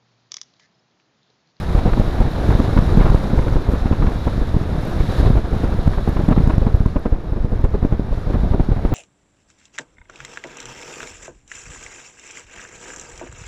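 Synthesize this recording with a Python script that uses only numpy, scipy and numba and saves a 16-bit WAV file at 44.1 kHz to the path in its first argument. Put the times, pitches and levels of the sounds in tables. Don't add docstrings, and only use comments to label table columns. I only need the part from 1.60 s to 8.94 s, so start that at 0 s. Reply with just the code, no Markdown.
import sys
import numpy as np
from scipy import signal
from scipy.io import wavfile
from scipy.ndimage import uniform_filter1d
from numba import njit

SR = 44100
rng = np.random.default_rng(int(sys.argv[2]) if len(sys.argv) > 2 else 0)


def boost(x):
    u = np.asarray(x, float) / 20
    return 10 ** u


def transcribe(signal):
    frames = np.atleast_2d(signal).T
    limited = np.clip(frames, -1, 1)
    pcm = np.round(limited * 32767).astype(np.int16)
    wavfile.write(sys.argv[1], SR, pcm)


N = 323694

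# start_s, hiss_db, gustiness_db
AIRFLOW = [(0.0, -39.5, -4), (0.75, -40, 0), (0.94, -38, 0.5), (1.22, -39, -2), (1.47, -38.5, 2),
           (1.76, -41, -0.5), (2.4, -42, -1), (2.68, -41, -3.5), (3.07, -42.5, -2.5), (3.3, -41, -0.5),
           (3.45, -38.5, -2.5), (3.6, -36, -4), (3.68, -38, -0.5), (3.8, -43.5, -2.5), (4.05, -41.5, -0.5),
           (4.5, -42, -3.5), (4.9, -43, -1), (5.25, -46.5, -4), (5.55, -50, 0.5), (6.0, -48.5, -2.5),
           (6.5, -48, -2.5), (6.54, -46, -5), (6.75, -45, -1.5), (7.1, -46.5, -1), (7.34, -46, 4)]
# (relative, per Hz)
RUSH_SPECTRUM = [(60, 3), (150, -0.5), (350, -1.5), (700, -6.5), (1400, -19.5), (2200, -27), (3200, -82),
                 (6000, -88)]
# (relative, per Hz)
HISS_SPECTRUM = [(700, -8), (1100, 6), (1600, 4), (2200, -6), (3000, -8), (4500, -13.5), (5800, -12.5),
                 (7600, -32), (10000, -21), (12000, -15.5), (13200, -35.5), (15000, -46), (19000, -72)]
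# start_s, level_db (nominal, before each mode's own level and scatter)
AIRFRAME_TICKS = [(0.7183, -38), (2.9314, -50), (4.0294, -49), (4.4912, -35), (5.1654, -46), (5.3956, -45),
                  (5.6396, -55), (5.7269, -50), (6.013, -47), (6.7346, -49)]
# frequency_hz, level_db, t60_s
AIRFRAME_MODES = [(9800, -17, 0.0033), (11500, 0, .003), (12400, -6, .003), (13800, -13, .003)]
# start_s, length_s, level_db (nominal)
SERVO_RUNS = [(2.09, .007, -37), (2.113, .036, -41), (3.21, .009, -39), (3.25, .006, -35),
              (3.271, .016, -39), (3.297, .02, -41)]
# frequency_hz, level_db, t60_s
SERVO_MODES = [(11800, -9, .005), (12600, -6, .005), (9400, -16, 0.0046)]
# start_s, held_ms, level_db
TEARING_BURSTS = [(0.151, 2.3, -28.5), (0.176, 4.0, -34), (0.189, 3.2, -26), (0.266, 2.0, -35),
                  (0.289, 8, -31.5), (0.333, 3.6, -25), (0.409, 10.0, -34), (0.889, 2.0, -33.0),
                  (0.905, 6, -25), (0.925, 3.0, -28), (1.0, 2.0, -33), (1.175, 3.4, -21.5),
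                  (1.189, 3.6, -24), (1.404, 29, -28.5), (1.454, 14, -26.5), (1.478, 6.7, -28),
                  (1.498, 6.4, -25), (1.545, 2.2, -30), (1.559, 3.0, -25), (1.789, 4.0, -28),
                  (1.882, 2.0, -29), (1.961, 2.0, -28), (2.15, 7.1, -33.5), (2.257, 18.0, -35),
                  (2.323, 13.0, -29), (2.423, 5.0, -27), (2.467, 4.1, -27.5), (2.485, 5.0, -33.5),
                  (2.677, 7.0, -30), (3.405, 3.0, -30), (3.631, 6.0, -34), (3.658, 9.0, -35),
                  (3.775, 4.0, -36), (4.044, 4.0, -32), (4.121, 14.0, -35.5), (4.273, 4.0, -30),
                  (4.334, 2.0, -29.5), (4.382, 4.0, -35), (4.476, 4.0, -32.5), (4.568, 3.0, -27),
                  (4.593, 3.0, -32), (4.689, 31.0, -33.0), (4.723, 6.9, -25), (4.763, 3.0, -30),
                  (4.778, 8.4, -30.5), (4.898, 11.4, -29.5), (4.932, 10.0, -33.0), (5.025, 4.5, -35.0),
                  (5.066, 4.0, -30), (5.258, 1.7, -31.5), (5.362, 10, -34.5), (5.454, 12, -35),
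                  (6.043, 10.0, -33.5), (6.143, 8.0, -42), (6.229, 6.0, -43), (6.249, 2.8, -35.0),
                  (6.325, 2.7, -34), (6.732, 21.0, -34), (6.746, 7.0, -42), (6.833, 5.0, -39),
                  (7, 3.0, -38), (7.118, 3.0, -35.5), (7.252, 4.0, -29.5), (7.325, 5.0, -33)]
# (relative, per Hz)
TEARING_SPECTRUM = [(450, -17), (750, 5), (1100, 5.5), (1600, -5), (2400, -12), (3600, -24), (6000, -52)]
# crest_s, pressure (1 = full scale before the recorder, negative = suction),
# width_ms (nominal), flutter_db (turbulence behind the crest)
BUFFETS = [(0.153, 0.85, 5, -15.5), (0.1798, 0.72, 4.1, -21), (0.1878, -0.37, 2.8, -28),
           (0.2574, 0.71, 6.3, -14), (0.263, 0.69, 4.3, -15), (0.283, 0.58, 2.5, -17.5),
           (0.3259, 0.62, 8.9, -21), (0.374, 0.12, 2.4, -18), (0.4001, 1.03, 4.7, -14),
           (0.4802, 0.4, 6.6, -20), (0.6062, 0.84, 6.1, -13), (0.8908, -1.1, 2.9, -26),
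           (0.8931, 1.3, 5.1, -19), (0.9125, 0.51, 3.8, -17.5), (0.953, 0.9, 3.5, -20),
           (0.9958, -0.4, 2.7, -32), (1.0023, 1.5, 1.64, -14), (1.049, 0.098, 3.5, -30),
           (1.06, 0.12, 2.3, -25), (1.168, 0.9, 3.7, -11.5), (1.172, 0.2, 4.1, -12.5),
           (1.191, 2.1, 2.65, -22), (1.227, -0.94, 3, -19), (1.2277, 0.74, 7.3, -18.5),
           (1.2986, 0.2, 7.7, -22), (1.324, 0.64, 3.6, -23), (1.3555, 0.39, 2.6, -28),
           (1.374, 1.4, 1.75, -22), (1.3771, -1.5, 2.3, -16), (1.3802, 1.46, 6.9, -22),
           (1.406, 0.93, 4.1, -23), (1.4113, 0.83, 1.8, -19), (1.4496, 1, 3.5, -15),
           (1.4553, 0.53, 2.2, -22), (1.5, -0.4, 4.2, -28), (1.5038, 1.14, 5.3, -31),
           (1.5467, -0.71, 1, -31), (1.5509, 1.25, 4.5, -23), (1.7328, -0.19, 2.3, -22),
           (1.735, 0.81, 2.6, -20.5), (1.7791, 1.03, 5.4, -13), (1.7946, 0.82, 3.3, -23),
           (1.872, 0.43, 4.8, -17), (1.9263, 0.64, 3.7, -21), (1.9593, 0.7, 3.3, -16.5),
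           (1.9654, 0.6, 5.8, -28), (2.09, 0.57, 2.8, -21.5), (2.137, -0.64, 1.55, -21),
           (2.1402, 0.055, 5.3, -18.5), (2.2238, 0.47, 8.6, -23), (2.259, 0.78, 2.5, -18.5),
           (2.313, -0.75, 1.6, -22), (2.3154, 0.87, 5.6, -23), (2.3295, 0.79, 1.9, -23),
           (2.4008, 0.6, 4.3, -25), (2.423, 0.56, 3.8, -27), (2.4293, 0.64, 4, -19),
           (2.4466, -0.58, 2, -22), (2.474, 0.7, 4.3, -19.5), (2.6709, 0.65, 3, -15),
           (2.78, 0.64, 2.8, -28), (2.818, 0.54, 8.4, -16), (2.9452, 0.84, 3.5, -17.5),
           (2.9664, -0.9, 3, -20), (2.9686, 0.46, 3, -25), (3.0148, 0.45, 3, -22), (3.367, -0.34, 3.6, -30),
           (3.4063, 0.58, 5.4, -31), (3.602, 0.67, 5.3, -18), (3.6312, 0.7, 5.7, -17.5),
           (3.663, -0.78, 4.7, -15), (3.6684, 0.69, 4.6, -15.5), (3.7003, 0.37, 4.9, -26),
           (3.704, -1.12, 2.2, -32), (3.7071, 0.72, 4.9, -24), (3.7345, 0.56, 6.9, -27),
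           (3.754, 0.64, 5.4, -18), (3.7711, 1.07, 5.4, -14), (3.929, 0.64, 5.7, -18),
           (4.04, 0.29, 1.1, -25), (4.0416, -0.55, 1.3, -20), (4.047, 0.72, 5.3, -24),
           (4.1247, 0.5, 6.1, -21.5), (4.1918, 0.51, 5.2, -21.5), (4.2646, 0.62, 4.2, -21.5),
           (4.2782, 1.97, 2.36, -25), (4.3783, 0.6, 5.6, -16), (4.4787, 0.6, 2.7, -15),
           (4.492, 0.67, 3.8, -23.5), (4.567, 0.39, 4.3, -20), (4.5942, 0.67, 2.2, -16.5),
           (4.639, 0.44, 2.5, -36), (4.6864, 0.78, 5.3, -28), (4.6872, -0.79, 2.1, -13.5),
           (4.6895, 1.05, 2, -21), (4.7132, 0.53, 4.6, -15.5), (4.7156, -0.54, 2.1, -14.5),
           (4.72, 0.55, 5.5, -18), (4.7686, 0.51, 3.5, -20), (4.7777, 1.1, 1.8, -25),
           (4.7796, -0.41, 1.9, -26), (4.7828, 0.98, 3.5, -19), (4.8046, 0.68, 2.8, -21),
           (4.8075, -0.41, 1.4, -17.5), (4.8396, 0.82, 5.5, -20), (4.8759, 1.4, 2.3, -20),
           (4.9, 0.52, 3.1, -13.5), (4.9387, 0.59, 3.5, -25), (4.982, 1.6, 2.56, -40),
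           (5.021, 0.69, 6, -17.5), (5.052, 0.38, 5.2, -23.5), (5.0685, 0.99, 3, -16),
           (5.1451, 1.03, 4.7, -29.5), (5.1503, -0.84, 3.4, -19.5), (5.207, 0.96, 3.9, -20.5),
           (5.2617, 1.04, 3, -20), (5.3613, 0.52, 1.1, -17.5), (5.3654, 0.53, 2.6, -24),
           (5.3681, 0.48, 1.1, -24), (5.459, 0.73, 1, -17), (5.4638, 0.47, 2.1, -22),
           (5.527, 0.89, 6.4, -17), (5.7241, 0.46, 5.1, -22.5), (5.765, 0.39, 4.4, -20.5),
           (5.809, 0.46, 9.3, -31), (5.8481, 0.72, 2.5, -22), (5.9227, 0.37, 7, -20),
           (5.93, 0.47, 4.2, -21.5), (5.959, 0.36, 4.8, -27), (5.996, 0.39, 6.5, -23.5),
           (6.0441, 1.08, 5.1, -17), (6.1438, 0.58, 5.5, -15), (6.2296, 0.67, 3.7, -18.5),
           (6.2512, -0.84, 1.7, -20.5), (6.326, 0.9, 2.8, -16.5), (6.3968, 0.73, 1.6, -29),
           (6.5218, 0.39, 11, -20), (6.578, 0.33, 5.7, -24), (6.6728, 0.48, 5.6, -21.5),
           (6.7018, 0.49, 5, -18), (6.7429, -0.48, 1.5, -22), (6.748, 0.4, 6, -18), (6.771, 0.47, 5.8, -35),
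           (6.801, 0.48, 4.9, -37), (6.8356, 0.68, 2.2, -20), (6.873, 0.35, 3.4, -24),
           (6.9137, 0.79, 4.1, -19.5), (6.9393, -0.36, 4, -15.5), (6.9465, 0.53, 3.1, -36),
           (6.999, 0.54, 1.1, -15), (7.0053, 1, 4.4, -30), (7.0899, -0.72, 1.95, -36),
           (7.092, 0.61, 7.7, -23), (7.1186, 0.98, 3.2, -19.5), (7.2518, 0.88, 1.66, -21),
           (7.256, 0.67, 4.2, -24), (7.324, 0.65, 1.55, -18.5)]
# (relative, per Hz)
FLUTTER_SPECTRUM = [(100, -25), (200, 5), (450, -3.5), (900, -14), (1600, -30.5), (3200, -45)]

RUSH_DB, RUSH_FOLLOWS = -28, 0.82
EDDY_DB, EDDY_FOLLOWS = -20.5, 0.64
TREBLE_HZ, TREBLE_FOLLOWS = 7200, 0.36
STIR_SHARE, LULL_DB = 0.3, -5.5
CAVITY_HZ, CAVITY_WIDTH_HZ, CAVITY_DB = 3770, 540, -8.5
EDDIES_PER_S, EDDY_LOW_PASS_HZ, EDDY_HIGH_PASS_HZ = 150, 54.5, 22.3
TEETH_PER_S = 330
TEARING_SWELL_S, TEARING_FALL_S = 0.00097, 0.004
FLUTTER_SWELL_S, FLUTTER_FALL_S = 0.0048, 0.014
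BASS_CUT_HZ, OFFSET, CLIP_LEVEL = 10, 0.022, 0.992
LIMIT, STEP_DB, STEP_SAMPLES, LATE_SAMPLES = 0.97, 0.45, 6.5, 44
RELEASE_DB_PER_S = 188


def rms_one(x):
    return x / np.sqrt(np.mean(x ** 2) + 1e-20)


def cut(x, hz, kind, order=2):
    return signal.sosfilt(signal.butter(order, hz, kind, fs=SR, output="sos"), x)


def in_time(rows):
    s, *columns = np.transpose(rows)
    return [np.interp(np.arange(N) / SR, s, column) for column in columns]


def drift(rate_hz):
    pole = np.exp(-2 * np.pi * rate_hz * 40 / SR)
    noise = rng.standard_normal(N // 40 + 2002)
    slow = signal.lfilter([1], [1, -2 * pole, pole ** 2], noise)[2000:]
    return np.interp(np.arange(N) / 40, np.arange(len(slow)), rms_one(slow))


def banded_noise(spectrum, shared_db, own_db):
    together = drift(16.4) + 1.47 * drift(200)
    white = rng.standard_normal((2, N))
    table_hz, table_db = np.transpose(spectrum)
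    edges = 2 ** np.arange(np.log2(table_hz[0]), np.log2(table_hz[-1]), 1 / 3)
    out = 0
    for k, (low, high) in enumerate(zip(edges, edges[1:])):
        density_db = np.interp(np.log(low * high) / 2, np.log(table_hz), table_db)
        band_db = density_db + shared_db * together + own_db * drift(6.4)
        out = out + boost(band_db) * cut(white[k % 2], [low, high], "band")
    return rms_one(out)


def cavity_whistle(brightness_db):
    r, w = np.exp(-np.pi * CAVITY_WIDTH_HZ / SR), 2 * np.pi * CAVITY_HZ / SR
    resonance = [1, -2 * r * np.cos(w), r * r]
    whistle = signal.lfilter([1, 0, -1], resonance, rng.standard_normal(N))
    level_db = CAVITY_DB + brightness_db + 0.85 * drift(40)
    return boost(level_db) * rms_one(cut(whistle, [2500, 5500], "band"))


def slipstream(rush_db, hiss_db):
    rush = boost(rush_db) * banded_noise(RUSH_SPECTRUM, shared_db=1.0, own_db=-0.5)
    brightness_db = TREBLE_FOLLOWS * (hiss_db - hiss_db.mean())
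    whistle = cavity_whistle(brightness_db)
    hiss = banded_noise(HISS_SPECTRUM, shared_db=0.8, own_db=0.4)
    treble = cut(hiss, TREBLE_HZ, "high", order=4)
    hiss = cut(hiss, TREBLE_HZ, "low", order=4) + boost(brightness_db) * treble
    return rush + boost(hiss_db) * (hiss + whistle)


def strike(s, level_db, modes):
    out, chance = np.zeros(N), rng.standard_normal((len(s), len(modes)))
    for k, (hz, mode_db, t60) in enumerate(modes):
        clicks = np.full(N, 1e-18)
        clicks[(s * SR).astype(int)] = boost(level_db + mode_db + 2.6 * chance[:, k])
        r, w = boost(-60 / (t60 * SR)), 2 * np.pi * hz / SR
        out += signal.lfilter([0, np.sin(w)], [1, -2 * r * np.cos(w), r * r], clicks)
    return out


def airframe_ticks():
    return strike(*np.transpose(AIRFRAME_TICKS), AIRFRAME_MODES)


def servo_chatter():
    teeth = []
    for start, length, level_db in SERVO_RUNS:
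        for s in np.arange(start, start + length, 1 / TEETH_PER_S):
            teeth.append((s, level_db))
    teeth = np.array(teeth) + rng.standard_normal((len(teeth), 2)) * [0.0003, 1.5]
    return cut(strike(*np.transpose(teeth), SERVO_MODES), 12000, "low", order=6)


def small_eddies(level_db):
    born = rng.random(N) < EDDIES_PER_S / SR
    sizes = boost(2.2 * np.minimum(rng.exponential(1, N), 2.5))
    signs = np.where(rng.random(N) < 0.62, 1, -1)
    lumps = cut(born * sizes * signs + 1e-18, EDDY_LOW_PASS_HZ, "low", order=1)
    lumps = cut(lumps, 3.26 * EDDY_LOW_PASS_HZ, "low")
    return boost(level_db) * rms_one(cut(lumps - lumps.mean(), EDDY_HIGH_PASS_HZ, "high"))


def tearing_bursts():
    envelope, t = np.zeros(N), np.arange(N) / SR
    for s, held_ms, level_db in TEARING_BURSTS:
        near = slice(max(round((s - 0.02) * SR), 0), round((s + 0.07) * SR))
        before = np.minimum(t[near] - s, 0)
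        after = np.maximum(t[near] - s - held_ms / 1000, 0)
        shape = np.exp(-(before / TEARING_SWELL_S) ** 2 - after / TEARING_FALL_S)
        envelope[near] = np.maximum(envelope[near], boost(level_db) * shape)
    tearing = banded_noise(TEARING_SPECTRUM, shared_db=0, own_db=-0.2)
    evened = tearing / np.sqrt(uniform_filter1d(tearing ** 2, size=220) + 1e-9)
    return envelope * evened


def buffets():
    push, flutter, t = np.zeros(N), np.zeros(N), np.arange(N) / SR
    for s, pressure, width_ms, flutter_db in BUFFETS:
        near = slice(max(round((s - 0.03) * SR), 0), round((s + 0.08) * SR))
        since = t[near] - s
        before, after = np.minimum(since, 0), np.maximum(since, 0)
        width = width_ms / 1000
        draw = 0.12 * np.exp(-((since + 1.1 * width) / (0.6 * width)) ** 2)
        crest = np.exp(-(before / (0.45 * width)) ** 2) / (1 + (after / (0.7 * width)) ** 2)
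        rebound = 36 * width * np.exp(-((since - 0.015) / 0.008) ** 2)
        push[near] += pressure * (crest - draw - rebound)
        swell = np.exp(-(before / FLUTTER_SWELL_S) ** 2) * (1 - 0.48 * crest)
        trail = boost(flutter_db) * swell * np.exp(-after / FLUTTER_FALL_S)
        flutter[near] = np.maximum(flutter[near], trail)
    return push + flutter * banded_noise(FLUTTER_SPECTRUM, shared_db=-0.77, own_db=1.03)


def scene():
    hiss_db, gust_db = in_time(AIRFLOW)
    swing_db = hiss_db - hiss_db.mean()
    eddy_db = EDDY_DB + EDDY_FOLLOWS * swing_db + gust_db
    eddies = small_eddies(eddy_db)
    eddy_power = uniform_filter1d(eddies ** 2, size=530)
    stir_db = 10 * np.log10(eddy_power + 1e-9) - eddy_db
    rush_db = RUSH_DB + RUSH_FOLLOWS * swing_db + gust_db
    rush_db = rush_db + STIR_SHARE * np.maximum(stir_db, LULL_DB)
    air = slipstream(rush_db, hiss_db)
    mix = air + eddies + airframe_ticks() + servo_chatter() + tearing_bursts() + buffets()
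    return mix[None]


@njit
def stepped_limiter(x, limit, step, due, late, recover):
    out, gain = np.zeros_like(x), 1.
    for i in range(late, len(x)):
        if abs(out[i - late]) <= limit:
            gain = min(gain * recover, 1.)
        elif due[i]:
            gain *= step
        out[i] = gain * x[i]
    return out


def top_cut(x):
    return signal.sosfilt(signal.butter(12, 15710, fs=SR, output="sos"), x)


def record(dry):
    x = cut(dry[0], BASS_CUT_HZ, "high") + OFFSET
    due = np.diff(np.cumsum(rng.uniform(0, 2, N + 1)) // STEP_SAMPLES) > 0
    x = stepped_limiter(x, LIMIT, boost(-STEP_DB), due, LATE_SAMPLES, boost(RELEASE_DB_PER_S / SR))
    clipped = np.clip(x, -CLIP_LEVEL, CLIP_LEVEL)
    return top_cut(clipped[None])


dry = scene()
out = record(dry)
transcribe(out)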